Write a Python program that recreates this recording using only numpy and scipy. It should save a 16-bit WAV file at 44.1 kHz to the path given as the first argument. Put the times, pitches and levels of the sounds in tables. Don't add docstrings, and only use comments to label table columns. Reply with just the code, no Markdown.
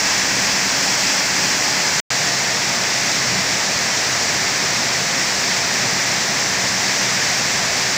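import sys
import numpy as np
from scipy import signal
from scipy.fft import rfft, irfft, next_fast_len
from scipy.io import wavfile

SR = 44100
rng = np.random.default_rng(int(sys.argv[2]) if len(sys.argv) > 2 else 0)


def transcribe(u):
    v = np.clip(np.atleast_2d(u).T, -1, 1)
    q = np.round(v * 32767).astype(np.int16)
    wavfile.write(sys.argv[1], SR, q)


N = 351477
TIME = np.arange(N) / SR
SIZE = next_fast_len(N)
FREQS = np.maximum(np.arange(SIZE // 2 + 1) * SR / SIZE, 1)
CLOSE, AISLE = 0, 1


def from_db(db):
    return 10 ** (np.asarray(db) / 20)


def filtered(x, gain):
    return irfft(rfft(x, SIZE) * gain, SIZE)[:N]


def coloured(noise, spectrum, place):
    hz, *levels_db = np.transpose(spectrum)
    db = np.interp(np.log(FREQS), np.log(hz), levels_db[place])
    return filtered(noise, from_db(db) * np.sqrt(SR / 2))


def low_pass(edge_hz, order):
    return 1 / np.sqrt(1 + (FREQS / edge_hz) ** (2 * order))


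def high_pass(edge_hz, order):
    return 1 / np.sqrt(1 + (edge_hz / FREQS) ** (2 * order))


def drift(rate_hz):
    step, run_in = 100, 2000
    pole = np.exp(-2 * np.pi * rate_hz * step / SR)
    noise = rng.standard_normal(N // step + run_in + 2)
    slow = signal.lfilter([1], [1, -2 * pole, pole * pole], noise)[run_in:]
    return np.interp(np.arange(N) / step, np.arange(len(slow)), (slow - slow.mean()) / slow.std())


def bump(peak_s, width_s):
    return np.exp(-.5 * ((TIME - peak_s) / width_s) ** 2)


def ride_bands(x, edge_hz, low_db=0, high_db=0):
    low = filtered(x, low_pass(edge_hz, order=4) ** 2)
    return low * from_db(low_db) + (x - low) * from_db(high_db)


def turning(hz, slip_hz, slip_rate_hz):
    turns = np.cumsum(hz + slip_hz * drift(slip_rate_hz)) / SR + rng.random()
    return np.sqrt(2) * np.sin(2 * np.pi * turns)


def frame_beat(crest_s=3.5, period_s=2.9):
    return np.cos(2 * np.pi * (TIME - crest_s) / period_s)


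def bass_swell(base_db=-0.5, beat_db=0.1, wander_db=0.5):
    # peak_s, rise_db
    booms = [(0.35, 3), (1.38, 2), (3.32, 4.5), (5.9, 2.8), (6.7, 1.5), (7.6, 1.5)]
    boom_db = sum(rise_db * bump(peak_s, width_s=0.093) for peak_s, rise_db in booms)
    return base_db + beat_db * frame_beat() + boom_db + wander_db * drift(3)


def drive_roar(place):
    # frequency_hz, close_db, aisle_db
    spectrum = [(20, -85, -79.5), (38, -76, -79), (60, -72, -71), (84.6, -67, -66), (120, -61, -56.5),
                (180, -58, -57), (215, -60, -59), (279, -55, -58), (320, -60, -61), (450, -61, -60),
                (620, -57, -57), (870, -57, -57), (1065, -57.5, -59), (1334, -61, -58)]
    top_hz = spectrum[-1][0]
    roar = coloured(rng.standard_normal(N), spectrum, place)
    return filtered(roar, low_pass(top_hz, order=8) * high_pass(15, order=2))


def rotor_hum(beat_db=1.5, spindle_lift_db=0.4, spindle_beat_db=1.2):
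    # pitch_hz, close_db, aisle_db
    rotors = [(49.3, -60, -73), (76.5, -52, -52), (99.2, -52, -59), (122.6, -47.5, -51.5),
              (127.8, -54.5, -44.5), (149, -45.5, -63), (154, -67, -48), (185.5, -44.5, -48),
              (191.2, -43.5, -43.5), (199.5, -44, -54.5), (229, -57, -47), (246, -57.5, -67),
              (287.4, -48.5, -63), (379.3, -49, -46), (386, -50, -65), (695, -62, -42), (862, -40.5, -63)]
    close, aisle = 0, 0
    for pitch_hz, close_db, aisle_db in rotors:
        slip_hz, slip_rate_hz = (4.5, 6) if pitch_hz > 500 else (0.774, 1.2)
        hum = turning(pitch_hz, slip_hz, slip_rate_hz) * from_db(beat_db * drift(1.2))
        hum /= hum.std()
        if 170 < pitch_hz < 210:
            hum *= from_db(spindle_lift_db + spindle_beat_db * frame_beat())
        close += from_db(close_db) * hum
        aisle += from_db(aisle_db) * hum
    return close, aisle


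def plate_reflections(hiss):
    # delay_s, gain
    plates = [(.00119, 0.06), (.00137, -0.046), (.00161, -.06), (.003, 0.048), (.0053, .04), (.01, .04)]
    return hiss + sum(gain * np.interp(TIME - delay_s, TIME, hiss, left=0) for delay_s, gain in plates)


def hiss_swell(base_db=-0.12, wander_db=0.08):
    # peak_s, rise_db, width_s
    swells = [(1.0, 0.5, .15), (1.5, .3, .15), (2.15, 0.3, .12), (2.9, 0.1, .15), (7.05, 0.3, .2),
              (7.9, .5, .25)]
    swell_db = sum(rise_db * bump(peak_s, width_s) for peak_s, rise_db, width_s in swells)
    return base_db + swell_db + wander_db * drift(2)


def traveller_hiss(place, flutter_db, unrest_db):
    # frequency_hz, close_db, aisle_db
    spectrum = [(1344, -56.5, -60), (1680, -55, -54.5), (1960, -52.5, -53), (2516, -56.5, -57.5),
                (3000, -60.5, -62), (3910, -61, -60.5), (4860, -54.5, -56), (5590, -53.5, -54.5),
                (6660, -58, -59.0), (7400, -59, -60.5), (8970, -76, -77), (12260, -84.5, -85.5),
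                (15400, -74, -76.5)]
    bottom_hz = spectrum[0][0]
    balloon = turning(hz=14.2, slip_hz=2.1, slip_rate_hz=2.5)
    force_db = flutter_db * balloon + unrest_db * drift(4.7)
    friction = rng.standard_normal(N) * from_db(force_db)
    return filtered(coloured(friction, spectrum, place), high_pass(bottom_hz, order=8))


def scene(close_ends_s=2.0013, aisle_starts_s=2.1036):
    is_close, is_aisle = TIME < close_ends_s, TIME >= aisle_starts_s
    close_hum, aisle_hum = rotor_hum()
    roar = np.where(is_close, drive_roar(CLOSE) + close_hum, drive_roar(AISLE) + aisle_hum)
    roar = ride_bands(roar, edge_hz=236, low_db=bass_swell())
    close_hiss = plate_reflections(traveller_hiss(CLOSE, flutter_db=0.17, unrest_db=0.26))
    aisle_hiss = traveller_hiss(AISLE, flutter_db=0.11, unrest_db=0.25)
    hiss = np.where(is_close, close_hiss, aisle_hiss)
    hiss = ride_bands(hiss, edge_hz=2760, high_db=hiss_swell())
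    mill = (roar + hiss) * (is_close | is_aisle)
    return np.tile(mill, (2, 1))


def record(dry):
    cutoff_hz = 15520
    return signal.sosfilt(signal.ellip(12, .1, 90, cutoff_hz, fs=SR, output="sos"), dry)


dry = scene()
out = record(dry)
transcribe(out)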